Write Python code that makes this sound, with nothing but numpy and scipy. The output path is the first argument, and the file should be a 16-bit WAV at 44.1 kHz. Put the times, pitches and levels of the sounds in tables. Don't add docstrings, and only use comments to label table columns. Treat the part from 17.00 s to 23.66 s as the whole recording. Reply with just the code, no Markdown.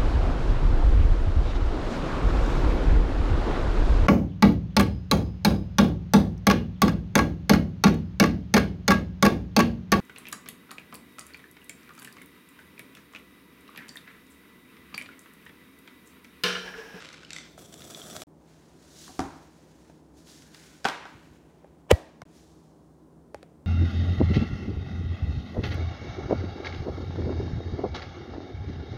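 import sys
import numpy as np
from scipy import signal
from scipy.fft import rfft, irfft
from scipy.io import wavfile
from scipy.ndimage import uniform_filter1d

SR = 44100
rng = np.random.default_rng(int(sys.argv[2]) if len(sys.argv) > 2 else 0)


def put_to_file(sound):
    columns = np.atleast_2d(sound).T
    safe = np.clip(columns, -1, 1)
    whole_steps = np.round(safe * 32767)
    wavfile.write(sys.argv[1], SR, whole_steps.astype(np.int16))


N = 293706
TIME = np.arange(N) / SR
AGE = TIME[:SR // 2]


def amp(db):
    return 10 ** (np.asarray(db) / 20)


def unit(x):
    return x / np.sqrt(np.mean(x ** 2) + 1e-20)


def read(points, hz):
    f, value = np.transpose(points)
    return np.interp(np.log(hz + 1), np.log(f + 1), value)


def level(rows):
    s, db = np.transpose(rows)
    outside = abs(TIME - np.clip(TIME, s[0], s[-1]))
    return amp(np.interp(TIME, s, db) - 200 * outside)


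def add(mix, s, sound):
    part = mix[max(round(s * SR), 0):][:len(sound)]
    part += sound[:len(part)]


def colour(x, spectrum, peaks=(), peak_db=0):
    hz = abs(np.fft.fftfreq(4096, 1 / SR))
    gain = amp(read(spectrum, hz))
    for f, width, db in peaks:
        gain *= 1 + amp(peak_db + db / 2) / (1 + (2 * (hz - f) / width) ** 2)
    response = np.exp(signal.hilbert(np.log(gain + 1e-6)).conj())
    taps = np.fft.ifft(response).real[:len(hz) // 2]
    return signal.oaconvolve(x, taps / np.linalg.norm(taps))[:len(x)]


def burst(t60):
    return rng.standard_normal(len(AGE)) * amp(-60 * AGE / t60)


def ring(modes, pitch=1, build=0.5):
    t = AGE * pitch
    return sum(amp(db - 60 * t / t60) * np.sin(2 * np.pi * hz * t) * np.minimum(hz * t / build, 1)
               for hz, db, t60 in modes)


def grains(per_s, spread_db):
    size = amp(spread_db * np.minimum(rng.exponential(1, N), 4))
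    return unit(size * rng.choice([-1, 1], N) * (rng.random(N) < per_s / SR))


def uneven(depth_db, span_s):
    knots = np.arange(0, N / SR + 1, span_s)
    return amp(depth_db * np.interp(TIME, knots, rng.standard_normal(N)[:len(knots)]))


def stroke(s, rise, hold, fall, db):
    early, late = np.maximum(s - TIME, 0), np.maximum(TIME - s - hold, 0)
    return amp(db - 20 * (early / rise + late / fall))


def together(gains):
    return np.linalg.norm(gains, axis=0)


# frequency in Hz, seconds to fall 60 dB (t60).
ROOM_DECAY = [(80, 0.56), (250, 0.34), (700, 0.63), (2500, 0.79), (6000, 0.64), (14000, 0.3)]


def room(x, wet_db, early_db=4, early_s=.04):
    t = TIME[:SR]
    onset = np.clip((t - .003) / 0.008, 0, 1)
    taps = rng.standard_normal(SR) * onset * amp(early_db * np.exp(-t / early_s))
    taps /= np.linalg.norm(taps * amp(-90 * t))
    hz, age, bands = signal.stft(taps, SR, nperseg=256)
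    decay = amp(-60 * age / read(ROOM_DECAY, hz)[:, None])
    tail = signal.istft(bands * decay, SR, nperseg=256)[1]
    return amp(wet_db) * signal.fftconvolve(x, tail)[:N]


def strikes(rows, modes, crack, echo, crack_t60, wet_db, build):
    rings, cracks, pushes = np.zeros((3, N))
    for s, ring_db, crack_db, *pitch in rows:
        add(rings, s, amp(ring_db) * ring(modes, *pitch, build=build))
        add(cracks, s, amp(crack_db) * burst(crack_t60))
        add(pushes, s, amp([ring_db]))
    return rings + colour(cracks, crack) + room(colour(pushes, echo), wet_db)


# peak time in seconds, relative level in dB.
STRAW_PUSHES = [(0.0, -44), (0.329, -49.5)]
# frequency in Hz, relative level in dB.
SWIRL_TONE = [(290, -41), (500, 8), (773, -4), (831, -2.5), (1440, 5.5), (2070, 0.5), (3200, 3.5),
              (3920, 1.5), (7640, -10), (16000, -35)]
TICK_TONE = [(290, -37), (500, -28), (750, 2), (831, -25), (1440, -1), (2100, -2), (3200, -4), (3540, 6.5),
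             (7980, -6), (16000, -35)]
# frequency in Hz, width in Hz, weight in dB.
GLASS_PEAKS = [(1420, 300, -3.5), (2110, 210, 9), (2360, 49, 11), (3050, 50, -4), (3840, 85, -4),
               (5260, 230, -1), (7400, 210, -11)]
# start in seconds, tick in dB, pitch in Hz, ring in dB.
CUBE_HITS = [(0.0886, -39, 2020, -43), (0.1295, -44, 6140, -42.5), (0.179, -57, 2460, -41),
             (0.233, -50, 1500, -36.5), (0.2485, -43, 2960, -37), (0.3058, -33, 2600, -30.5),
             (0.332, -27, 3800, -32), (0.3636, -29.5, 2050, -26), (0.385, -35.5, 2080, -34),
             (0.82, -39.5, 3460, -38), (0.9474, -40, 3440, -28.5), (1.017, -45, 3220, -32)]
# multiple of its pitch, relative level in dB, t60 in seconds.
CUBE_MODES = [(1, -2.5, 0.021), (.72, -16, 0.016), (1.75, -14.5, 0.027)]


def ice():
    contacts = grains(per_s=1500, spread_db=3.5) * uneven(depth_db=1.5, span_s=.008)
    motion = together([stroke(s, rise=0.073, hold=0, fall=0.44, db=db) for s, db in STRAW_PUSHES])
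    motion *= stroke(0, rise=0.073, hold=0.47, fall=0.048, db=0.5)
    swirl = unit(colour(contacts, SWIRL_TONE, GLASS_PEAKS, peak_db=-4)) * motion
    ticks, notes = np.zeros((2, N))
    for s, tick_db, hz, ring_db in CUBE_HITS:
        add(ticks, s, amp(tick_db) * burst(t60=0.012))
        modes = [(hz * multiple, db, t60) for multiple, db, t60 in CUBE_MODES]
        add(notes, s, amp(ring_db) * ring(modes))
    ticks = colour(ticks, TICK_TONE, GLASS_PEAKS, peak_db=-3)
    return amp(-2.5) * swirl + ticks + notes + room(swirl + notes, wet_db=-11) + room(ticks, wet_db=-3)


# frequency in Hz, relative level in dB.
AIR_TONE = [(15, -51), (25, -46.5), (64, 1.5), (108, -10), (153, -2), (212, -3), (301, -0.5), (503, -9.5),
            (1020, -17), (1400, -26), (2550, -38.5), (9070, -39), (13600, -48.5), (14800, -39.5),
            (16000, -47)]
# frequency in Hz, rms level in dB.
APPLIANCE_HUM = [(160, -62), (318, -67), (1001, -82.5), (9022, -92.5)]


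def room_tone():
    tone = amp(read(AIR_TONE, np.fft.rfftfreq(N, 1 / SR)))
    out = amp(-56) * unit(irfft(rfft(rng.standard_normal(N)) * tone, N))
    for hz, db in APPLIANCE_HUM:
        waver_hz = 3 * unit(uniform_filter1d(rng.standard_normal(N), size=4000))
        out += amp(db) * np.sqrt(2) * np.sin(2 * np.pi * np.cumsum(hz + waver_hz) / SR)
    return out


# time in seconds, relative level in dB.
DRAG_EFFORT = [(.5, -70), (.572, -73), (.59, -48), (.65, -59.5), (.76, -56), (.825, -49), (.95, -48.5),
               (1.235, -45.5)]
# frequency in Hz, relative level in dB.
GRIT_TONE = [(350, -24.5), (600, 4), (708, 8.5), (846, -8), (1260, 0), (2340, -10), (3340, -10), (5120, -6),
             (7830, -5), (16000, -18.5)]
JUDDER_TONE = [(40, -19), (90, 0.5), (200, 3), (380, 1), (520, -3), (650, -13), (900, -32), (2000, -22)]
# frequency in Hz, width in Hz, weight in dB.
COASTER_PEAKS = [(667, 22, -13), (1280, 210, -12), (3420, 450, 37), (5740, 420, 19), (6100, 66, -1),
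                 (7080, 180, 13), (7830, 300, 17), (9500, 350, -4), (10800, 560, 15)]
# start in seconds, snap in dB, knock in dB.
COASTER_CATCHES = [(0.5785, -53, -39.5), (0.741, -37.5, -53), (0.806, -44, -49), (0.9735, -49, -41),
                   (1.1, -38, -43), (1.152, -44, -39), (1.165, -30.5, -37), (1.2195, -31.5, -37.5)]
# frequency in Hz, relative level in dB, t60 in seconds.
WOOD_MODES = [(634, 0.5, 0.027), (704, -4, 0.031), (1320, 1, 0.011)]


def coaster():
    effort = level(DRAG_EFFORT)
    pressure = uneven(depth_db=3, span_s=.01) * effort
    grind = colour(grains(per_s=2200, spread_db=3) * pressure, GRIT_TONE) * amp(-4)
    fits = grains(per_s=2100, spread_db=3) * pressure * uneven(depth_db=3.5, span_s=.02)
    sing = colour(fits, GRIT_TONE, COASTER_PEAKS, peak_db=9) * amp(-6)
    judder = unit(colour(grains(per_s=1300, spread_db=0.5), JUDDER_TONE)) * amp(-27) * np.sqrt(effort)
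    snaps, knocks = np.zeros((2, N))
    for s, snap_db, knock_db in COASTER_CATCHES:
        add(snaps, s, amp(snap_db) * burst(t60=0.012))
        add(knocks, s, amp(knock_db) * ring(WOOD_MODES))
    snaps = colour(snaps, [(500, 0), (3500, 7), (9000, 3), (16000, -10)])
    out = grind + sing + snaps + knocks + judder
    return out + room(out, wet_db=-11)


# peak time, rise, hold and fall in seconds, hiss and body in dB.
PAPER_STROKES = [(1.487, 0.17, 1.386, 0.36, -68.5, -65), (1.827, 0.027, 0.0092, .15, -64.5, -64),
                 (2, 0.19, 0.062, 0.32, -50, -57.5), (3.177, .05, 0.011, 0.22, -62, -70),
                 (3.279, 0.037, 0.0079, 0.4, -53, -59), (3.548, 0.051, 0.12, 0.47, -58, -56),
                 (4.1, 0.17, .03, 1, -71, -60.5), (4.25, 0.27, 0.12, 0.049, -71.5, -66.5),
                 (5.35, 0.13, 0.03, 0.57, -64, -66)]
# peak time, rise, hold and fall in seconds, level in dB.
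COVER_RUB = (3.5, 0.35, -0.3, 0.75, -58)
# frequency in Hz, relative level in dB.
HISS_TONE = [(1760, -26.5), (3000, -7), (3860, -3.5), (6760, -2.5), (8460, -8.5), (10900, -11.5),
             (12100, -19), (14500, -15.5), (16000, -25)]
BODY_TONE = [(700, -18.5), (1500, -0.5), (2800, -6.5), (4000, -11.5), (6000, -24.5)]
COVER_RUB_TONE = [(900, -26), (1400, -4), (1600, 0), (1900, -5), (3000, -14), (8000, -28)]
# start in seconds, level in dB.
SPINE_CREAKS = [(3.271, -54), (3.4218, -47), (3.5458, -40)]


def paper():
    hiss_gain = together([stroke(*timing, db) for *timing, db, _ in PAPER_STROKES])
    body_gain = together([stroke(*timing, db) for *timing, _, db in PAPER_STROKES])
    hiss = unit(colour(grains(per_s=12000, spread_db=2), HISS_TONE)) * hiss_gain
    body = unit(colour(grains(per_s=8000, spread_db=4), BODY_TONE)) * body_gain
    rub = unit(colour(grains(per_s=3900, spread_db=2), COVER_RUB_TONE)) * stroke(*COVER_RUB)
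    creaks = np.zeros(N)
    for s, db in SPINE_CREAKS:
        add(creaks, s, amp(db) * burst(t60=0.017))
    out = (amp(-1) * hiss + amp(-5) * body + rub) * uneven(depth_db=1.2, span_s=0.011)
    out += colour(creaks, [(600, -6), (2000, 4), (6000, 2.5), (15000, -19)])
    return out + room(out, wet_db=-10)


# start in seconds, ring in dB, crack in dB.
DROP_HITS = [(2.0795, -46.5, -39.5), (2.0925, -37, -56), (2.1925, -15.5, -19.5), (2.2028, -34, -26.5)]
# frequency in Hz, relative level in dB, t60 in seconds.
DROP_MODES = [(85.6, -24.5, 0.48), (282, -11.5, 0.12), (338, -5, 0.053), (386, -25, 0.052),
              (750, -7, 0.068), (875, -19, 0.011), (1140, -15, 0.036), (1560, -12, 0.017)]
# frequency in Hz, relative level in dB.
DROP_CRACK = [(290, -75), (500, -28), (586, -35), (761, -7.5), (1950, -22.5), (2330, -32), (5160, -27),
              (11100, -41.5), (16000, -65)]
DROP_ECHO = [(29, -39), (50, -10), (86, -9), (122, -14), (151, -6), (201, -11), (273, 2), (346, -5.5),
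             (504, -16), (847, -10), (2750, -35), (6580, -36), (14000, -51)]


def book_drop():
    return strikes(DROP_HITS, DROP_MODES, DROP_CRACK, DROP_ECHO, crack_t60=0.016, wet_db=18.5, build=0.33)


# start in seconds, ring in
# dB, crack in dB, pitch factor.
PHONE_KNOCKS = [(2.898, -39.5, -57, 1.18), (4.6445, -36, -64, 1.06), (5.2184, -28, -37, 2.9),
                (5.2196, -32.5, -63, 1.36), (6.3452, -23.5, -35, 1.09), (6.4292, -35.5, -40.5, 0.97)]
# frequency in Hz, relative level in dB, t60 in seconds.
CASE_MODES = [(410, -9, 0.027), (528, 5.5, 0.015), (745, -11, 0.057), (1500, -8, 0.0062)]
# frequency in Hz, relative level in dB.
TAP_TONE = [(500, -8), (1500, 4.5), (2400, 2), (4000, -6), (9000, -12.5), (16000, -29.5)]


def phone_taps():
    return strikes(PHONE_KNOCKS, CASE_MODES, TAP_TONE, TAP_TONE, crack_t60=0.0081, wet_db=-9, build=1)


# start in seconds, ring in dB, crack in dB.
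SLAP_HITS = [(3.8446, -43, -25), (3.8518, -14.5, -23.5), (3.856, -25.5, -22), (3.8645, -24.5, -43),
             (3.8855, -32.5, -23.5), (3.8975, -29.5, -34), (4.0535, -37, -47)]
# frequency in Hz, relative level in dB, t60 in seconds.
SLAP_MODES = [(222, -2.5, 0.027), (417, -5, 0.034), (800, -1.5, 0.054), (860, -5.5, 0.036),
              (1080, -7, 0.047), (1330, -7, 0.039), (1527, -3, 0.065), (2570, -14, 0.038),
              (3400, -9.5, 0.023)]
# frequency in Hz, relative level in dB.
SLAP_CRACK = [(240, -47), (400, -7.5), (616, -12.5), (742, -15), (921, -25.5), (1530, -7), (2180, -11),
              (2590, -13), (5690, -16), (16000, -48)]
SLAP_ECHO = [(88, -36.5), (150, -20.5), (212, -27), (273, -5), (343, -9), (687, -8.5), (883, -2.5),
             (1070, -7), (1570, -7), (1730, -11), (5300, -23.5), (15000, -42)]


def cover_slap():
    return strikes(SLAP_HITS, SLAP_MODES, SLAP_CRACK, SLAP_ECHO, crack_t60=0.018, wet_db=17, build=0.65)


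# start in seconds, level in dB, end pitch in Hz, length in seconds.
LOW_THUMPS = [(4.14, -45, 95, 0.034), (4.303, -49.5, 79, 0.032), (4.918, -11, 70, 0.045),
              (5.222, -40.5, 114, 0.02), (6.346, -49.5, 75.4, 0.039)]


def phone_thumps():
    out = np.zeros(N)
    for s, db, hz, length in LOW_THUMPS:
        progress = AGE[AGE < length] / length
        sagging_hz = hz * (1 + 2.8 * np.exp(-progress / 0.13))
        swell = np.sin(np.pi * progress ** .7) ** 3
        add(out, s, amp(db) * swell * np.sin(2 * np.pi * np.cumsum(sagging_hz) / SR))
    return out


# start in seconds, ring in dB, crack in dB.
BUMP_HITS = [(4.9125, 0, -24), (4.9142, -40, -6.5)]
# frequency in Hz, relative level in dB, t60 in seconds.
PAGE_MODES = [(130, -14, .05), (182, -8, .047), (255, -9, .04), (388, -20, .03), (520, 8, .0195),
              (910, -13, .026), (1250, -19, .033), (1925, -32, .12), (2300, -35, .08)]
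# frequency in Hz, relative level in dB.
BUMP_CRACK = [(400, -20), (800, -4), (1500, -8), (3200, -3), (4500, -11), (9500, -10), (16000, -21)]
BUMP_ECHO = [(180, -34.5), (300, -3.5), (409, -5.5), (577, -1.5), (1210, -17.5), (1400, -22.5),
             (1940, -15.5), (2040, -23), (6100, -29.5), (15000, -36.5)]
SCUFF_TONE = [(120, -69), (200, -13), (646, 6), (1460, -11.5), (1660, -10), (2780, -8), (4490, -27),
              (5650, -24), (7510, -24), (14000, -39.5)]


def phone_landing():
    bump = strikes(BUMP_HITS, PAGE_MODES, BUMP_CRACK, BUMP_ECHO, crack_t60=0.0016, wet_db=-3.5, build=1.76)
    since = TIME - BUMP_HITS[0][0]
    scuff_db = -10 - 60 * np.maximum(-since / .028, since / 0.027)
    return bump + colour(rng.standard_normal(N) * amp(scuff_db), SCUFF_TONE)


# start in seconds, end in seconds.
SILENCES = [(1.2355, 1.2695), (5.235, 5.2533)]


def scene():
    drink = (ice() + coaster()) * (TIME < SILENCES[0][1])
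    sketchbook = paper() + book_drop() + cover_slap()
    phone = phone_taps() + phone_thumps() + phone_landing()
    return (drink + sketchbook + phone + room_tone())[None]


def record(dry):
    running = np.prod([(TIME < start) | (TIME > end) for start, end in SILENCES], axis=0)
    low_pass = signal.firwin(511, 15900, window=("kaiser", 9), fs=SR)
    return signal.oaconvolve(dry * running, low_pass[None], "same")


dry = scene()
out = record(dry)
put_to_file(out)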